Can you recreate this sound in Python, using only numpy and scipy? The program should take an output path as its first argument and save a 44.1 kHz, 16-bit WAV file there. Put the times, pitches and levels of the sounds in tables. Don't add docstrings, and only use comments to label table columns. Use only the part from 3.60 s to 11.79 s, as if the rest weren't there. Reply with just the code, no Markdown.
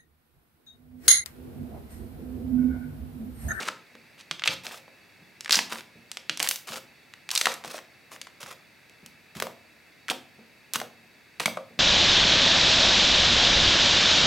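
import sys
import numpy as np
from scipy import signal
from scipy.fft import rfft, irfft
from scipy.io import wavfile

SR = 44100
rng = np.random.default_rng(int(sys.argv[2]) if len(sys.argv) > 2 else 0)


def store_pcm(level_fs):
    pcm = np.round(np.clip(level_fs, -1, 1) * 32767).astype(np.int16)
    wavfile.write(sys.argv[1], SR, np.atleast_2d(pcm).T)


N = 361179

# (start [s], length [s], level [dB])
PEELS = [(1.032, 0.18, -45), (2.094, .12, -39.5), (3.07, .125, -39.5), (4.037, .155, -43),
         (4.509, .06, -48), (4.8, 0.14, -45.5)]


def from_db(db):
    return 10 ** (np.asarray(db) / 20)


def unit_energy(x):
    return x / np.sqrt(np.sum(x ** 2, axis=-1).mean() + 1e-20)


def at_hz(points, hz):
    pitches, values = np.transpose(points)
    return np.interp(np.log(hz), np.log(pitches), values)


def add(out, s, sound):
    start = int(np.clip(round(s * SR), 0, N - 1))
    out[..., start:start + sound.shape[-1]] += sound[..., :N - start]


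def butter(x, hz, kind, order=2):
    return signal.sosfilt(signal.butter(order, np.clip(hz, 10, .45 * SR), kind, fs=SR, output="sos"), x)


def diffuse(white, hz):
    # (pitch [Hz], likeness [1 = the same])
    likeness = [(50, 0.98), (150, 0.89), (500, 0.85), (2000, 0.94), (5000, 0.9), (9000, 0.97), (15000, 1)]
    alike = np.clip(at_hz(likeness, hz), 0, 1)
    return np.sqrt((1 + alike) / 2) * white[0] + np.sqrt((1 - alike) / 2) * white[1] * [[1], [-1]]


def noise_bands(size):
    edges = np.geomspace(30, 18000, 25)
    white = rng.standard_normal((2, 2, size))
    for k, (low, high) in enumerate(zip(edges, edges[1:])):
        hz = np.sqrt(low * high)
        yield hz, diffuse(butter(white[k % 2], [low, high], "band"), hz)


def background(hiss_db=-57, gain_db=-1.0, widen_db=5.0):
    # (pitch [Hz], relative level [dB])
    hiss_tone = [(30, -21), (60, -13), (110, -0.5), (230, -2), (400, -5), (750, -7), (1150, -11.5),
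                 (1900, -3.5), (2500, -8), (3000, -19), (4200, -14), (5500, -18), (8000, -22.5),
                 (16000, -25.5)]
    # (pitch [Hz], width [Hz], level [dB])
    humps = [(1671, 18, -75.5), (2270, 430, -64.5), (2630, 52, -67.5), (3460, 60, -75), (3850, 90, -72.5),
             (4467, 145, -71.5), (4900, 280, -78.5)]
    hiss = sum(band * from_db(at_hz(hiss_tone, hz)) for hz, band in noise_bands(N))
    out = from_db(hiss_db + gain_db) * unit_energy(hiss)
    for hz, width_hz, db in humps:
        hump = butter(rng.standard_normal((2, N)), [hz - width_hz / 2, hz + width_hz / 2], "band")
        out += from_db(db) * unit_energy(diffuse(hump, hz))
    middle = out.mean(axis=0)
    return (middle + from_db(widen_db) * (out - middle)) * np.sqrt(N)


def room(x, echo_db=-10.0, first_wall_s=0.011, build_s=0.021):
    # (pitch [Hz], relative level [dB])
    tone = [(100, -2.5), (220, 5), (350, 2), (600, -2), (1200, -8), (2500, -5), (5000, -2), (9000, -5.5),
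            (16000, 1)]
    # (pitch [Hz], time to fade by 60 dB [s])
    fades = [(100, 0.63), (300, 0.4), (700, 0.42), (2000, 0.35), (5000, 0.29), (16000, 0.28)]
    # (pitch [Hz], level [dB], time to fade 60 dB [s])
    standing_waves = [(230.5, -59.5, 0.98), (533.3, -44, 0.23), (618, -48, 0.12)]
    t = np.arange(SR // 2) / SR
    build = np.clip(t / build_s, 0, 1)
    tail = sum(band * from_db(at_hz(tone, hz) - 60 * t / at_hz(fades, hz))
               for hz, band in noise_bands(len(t)))
    tail = from_db(echo_db) * unit_energy(tail * build * (t > first_wall_s))
    for hz, db, fade_s in standing_waves:
        tail += from_db(db - 60 * t / fade_s) * np.sin(2 * np.pi * hz * t) * build
    return signal.fftconvolve(x.mean(axis=0)[None], tail, axes=1)[:, :N]


def landings(sag_after_s=0.036, sag_db=-7.5, lump_hz=189, spread_octaves=0.17):
    # (time [s], level [dB])
    blows = [(.005, -47), (.075, -44), (.352, -54), (.713, -49), (0.892, -39.5), (.94, -48), (1.62, -55.5),
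             (1.899, -49), (1.972, -39.5), (2.361, -50), (2.703, -45.5), (2.801, -49.5), (5.433, -51.5),
             (5.765, -41.5), (5.822, -42), (6.503, -38.5), (6.791, -51.5), (7.161, -41), (7.805, -43.5),
             (7.863, -38), (8.111, -51), (8.18, -51.5)]
    sags = [(s + sag_after_s, db + sag_db) for s, _, db in PEELS]
    return [(s, db, lump_hz * 2 ** (spread_octaves * rng.normal())) for s, db in blows + sags]


def thuds(rise_s=0.00641, ring_s=0.0098, rub_share=0.62, rub_width=2.09, gain_db=-0.5):
    out, t = np.zeros(N), np.arange(SR // 8) / SR
    press = (1 - np.exp(-t / rise_s)) * np.exp(-t / ring_s)
    for s, db, hz in landings():
        wobble = unit_energy(press * np.sin(2 * np.pi * (hz * t + rng.random())))
        rub = butter(rng.standard_normal(len(t)) * press, [hz / rub_width, hz * rub_width], "band")
        blow = np.sqrt(1 - rub_share) * wobble + np.sqrt(rub_share) * unit_energy(rub)
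        add(out, s - rise_s, blow * np.sqrt(.02 * SR) * from_db(db + gain_db))
    return out


def cavity(x, hz, q):
    turn = 2 * np.pi * min(hz, .4 * SR) / SR
    decay = np.exp(-turn / 2 / max(q, .3))
    ring = signal.lfilter([1, -1], [1, -2 * decay * np.cos(turn), decay * decay], x + 1e-18)
    return butter(ring, hz / 7, "high")


def tear_at(s):
    # (time [s], brightness [Hz], scattered sound against the snap [dB])
    tears = [(0, 9000, -4), (.75, 5200, -2), (1.95, 8000, -4), (2.75, 7000, -4), (2.88, 14800, -4.5),
             (3.75, 9800, -4), (4.8, 9400, 0), (5.8, 16000, -3), (7.8, 13000, 1)]
    times, hz, scatter_db = np.transpose(tears)
    return np.interp(s, times, hz), np.interp(s, times, scatter_db)


def grip(t, slips_per_s=91, wander_db=4):
    slips = rng.standard_normal(size=64)
    return from_db(wander_db * np.interp(t * slips_per_s, np.arange(len(slips)), slips))


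def swarms():
    # (start [s], length [s], level [dB], middle bubble pitch [Hz])
    squeezes = [(0, 0.097, -37.5, 2050), (.578, 0.046, -53.5, 4000), (0.851, 0.098, -37, 2920),
                (1.924, 0.069, -26.5, 4750), (2.8, 0.065, -35, 3300), (2.868, 0.05, -54, 5370),
                (3.711, 0.1, -38.5, 4020), (3.83, 0.11, -39.5, 2500), (5.748, 0.065, -46.5, 2340),
                (6.498, 0.024, -32, 2700), (7.135, .037, -33.5, 3260), (7.81, 0.041, -40.5, 3020)]
    # (start [s], length [s], swell [s], level [dB], pitch [Hz], bubbles [per s], muffled above [Hz])
    pressed = [(s, length, 0.002, db, hz, 2200, 0.77 * tear_at(s)[0]) for s, length, db, hz in squeezes]
    peeled = [(s, length, 0.0053, db, 2250, 2400, 13000) for s, length, db in PEELS]
    return pressed + peeled


def crackles(size_db=1.5, q=1.47, ease_share=0.18, scatter_s=0.0018, scatter_db=-16, gain_db=-0.44):
    out, t = np.zeros((2, N)), np.arange(SR // 4) / SR
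    echo_t = np.arange(SR // 100) / SR
    echo_fade = from_db(scatter_db) * np.exp(-echo_t / scatter_s)
    octaves = np.linspace(-2, 2, 9)
    for s, length, swell_s, db, hz, per_s, muffle_hz in swarms():
        ease_off = (length - t) / (ease_share * length)
        press = np.clip(np.minimum(t / swell_s, ease_off), 0, 1) * grip(t)
        swarm = 0
        for octave in octaves:
            bursts = rng.random(len(t)) < per_s / SR / len(octaves)
            sizes = from_db(size_db * np.minimum(rng.exponential(1, len(t)), 3))
            kicks = bursts * sizes * press * rng.choice([-1, 1], len(t))
            pitch = hz * 2 ** octave
            paths = (echo_t == 0) + echo_fade * diffuse(rng.standard_normal((2, len(echo_t))), pitch)
            bubble = unit_energy(cavity(paths, pitch, q))
            bubble *= np.exp(-(octave / 3.5) ** 2)
            swarm = swarm + signal.fftconvolve(kicks[None], bubble, axes=1)
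        swarm = butter(swarm, muffle_hz, "low", order=1)
        add(out, s, unit_energy(swarm) * np.sqrt(length * SR) * from_db(db + gain_db))
    return out


def pockets(per_swarm=3, spread_db=5.5, spread_octaves=0.77, q=1.13):
    # (time [s], level over 5 ms [dB], pitch [Hz], ringing [q])
    large = [(.0302, -37, 2550, 1.9), (.0837, -33, 1600, 0.31), (.0866, -23, 1240, 1.7),
             (.353, -48, 640, 0.44), (.61, -46.5, 2500, 0.43), (.7119, -24, 1960, .56),
             (.7955, -35.5, 2930, 1.2), (.8209, -34, 1560, 1.8), (.8382, -22, 2790, 2.2),
             (.8588, -26.5, 1930, 0.87), (.876, -13.5, 2670, 1.14), (.8838, -22.5, 3050, 4),
             (1.0673, -31.5, 2270, 0.55), (1.28, -47.5, 610, 2.5), (1.8083, -35.5, 3940, 0.67),
             (1.847, -38.5, 2380, .5), (1.8598, -32, 1860, 2), (1.879, -38, 1760, 1.5),
             (1.8951, -24.5, 850, 0.27), (1.9086, -15, 3570, 1.2), (1.922, -16, 4400, 1.1),
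             (1.9271, -9.5, 4300, 2.5), (1.945, -24, 3060, 1.1), (1.9557, -15.5, 5900, 6),
             (1.9904, -17, 1450, 0.57), (2.1237, -30, 770, 0.59), (2.5161, -33, 2900, 0.24),
             (2.5714, -31.5, 1930, 0.63), (2.6959, -20, 2300, 1.34), (2.7742, -32.5, 3160, 0.47),
             (2.796, -32, 3430, 0.46), (2.8019, -21, 1880, 0.63), (2.8279, -19.5, 3500, 0.31),
             (2.8743, -25.5, 2470, 1.4), (2.8887, -16, 4100, 0.14), (2.9118, -21, 2370, 0.6),
             (2.9596, -33, 3260, .6), (3.0898, -37, 880, 0.51), (3.5378, -41.5, 2090, 1.8),
             (3.6909, -31.5, 1950, 0.86), (3.7055, -29, 3550, 2.5), (3.7142, -24, 2770, 0.36),
             (3.7523, -20.5, 5810, 0.89), (3.7606, -21, 4000, 4), (3.7766, -15, 3960, 0.67),
             (3.813, -16.5, 2120, 0.41), (3.8568, -15, 1880, .7), (3.8696, -16, 930, 1.5),
             (3.9406, -36, 4000, 0.26), (4.0475, -33.5, 590, 0.96), (4.1445, -33.5, 616, 4),
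             (4.6152, -34.5, 2800, 0.7), (4.6701, -42, 1180, 1.3), (4.83, -37, 1080, 0.5),
             (5.2968, -53.5, 2500, 0.97), (5.4618, -42.5, 2420, 0.45), (5.801, -27.5, 1090, 0.4),
             (5.8234, -22.5, 488, 0.42), (5.8692, -32.5, 730, 3.4), (6.4835, -30.5, 2140, 2.5),
             (6.49, -28.5, 1530, 3.3), (6.4999, -22.5, 3050, 3.5), (6.5131, -26.5, 694, 3.1),
             (7.1358, -25, 5340, 0.57), (7.1579, -22.5, 1380, 0.65), (7.201, -32.5, 970, 0.55),
             (7.2152, -28.5, 720, 2.1), (7.7987, -26, 2280, 1.8), (7.8026, -24.5, 820, 0.83),
             (7.858, -18, 1240, 0.44), (7.8595, -18.5, 2210, 6.1), (7.8792, -26.5, 620, 2.6),
             (7.9716, -27, 660, 8.3), (7.9724, -30.5, 1185, 14)]
    smaller = []
    for s, length, _, db, hz, _, _ in swarms():
        for when, draw in rng.random(size=(per_swarm, 2)):
            size = 2 * draw - 1
            pitch = 0.85 * hz / 2 ** (spread_octaves * size)
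            smaller.append((s + length * when, db - 1.5 + spread_db * size, pitch, q))
    return large + smaller


def pops(scatter_s=0.0034, table_echo_s=0.014, table_echo_db=-20, lag_samples=0.56, gain_db=0.75):
    out, t = np.zeros((2, N)), np.arange(SR // 40) / SR
    kick = 1. * (t == 0)
    table_echo = from_db(table_echo_db) * np.exp(-np.abs(t - table_echo_s) / scatter_s)
    echo_fade = np.exp(-t / scatter_s) + table_echo
    for s, db, hz, q in pockets():
        tear_hz, scatter_db = tear_at(s)
        tear_hz /= max(q, 1) ** 0.26
        echoes = diffuse(rng.standard_normal((2, len(t))), hz) * echo_fade * (t > .5 / hz)
        snap = unit_energy(butter(cavity(kick, hz, q), tear_hz, "low"))
        scatter = unit_energy(butter(cavity(echoes, hz, q), tear_hz, "low"))
        pop = unit_energy(snap + from_db(scatter_db) * scatter)
        lead = lag_samples * rng.normal() * np.array([[.5], [-.5]])
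        pop += lead * np.gradient(pop, axis=1)
        add(out, s, pop * from_db(db + gain_db) * np.sqrt(.005 * SR))
    return out


def scene(dip_band_hz=(330.1, 336.6), dip_depth=0.48, low_cut_hz=85):
    slime = butter(pops() + crackles() + thuds(), low_cut_hz, "high")
    slime -= dip_depth * butter(slime, dip_band_hz, "band", order=1)
    return slime + room(slime) + background()


def record(dry, peak_limit=0.58, rounding_above_hz=250, cutoff_hz=16000):
    # (pitch [Hz], left minus right [dB])
    balance = [(100, -.5), (380, 0), (700, -0.2), (1290, 1.9), (2400, -1), (4400, -1.3), (8100, 0.4),
               (15000, 0.5)]
    tilt_db = at_hz(balance, np.fft.rfftfreq(N, 1 / SR) + 1)
    heard = irfft(rfft(dry) * from_db(tilt_db * np.array([[.5], [-.5]])), N)
    rounding = peak_limit * np.tanh(heard / peak_limit) - heard
    heard += butter(rounding, rounding_above_hz, "high")
    return signal.sosfilt(signal.ellip(10, .1, 70, cutoff_hz, fs=SR, output="sos"), heard)


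dry = scene()
out = record(dry)
store_pcm(out)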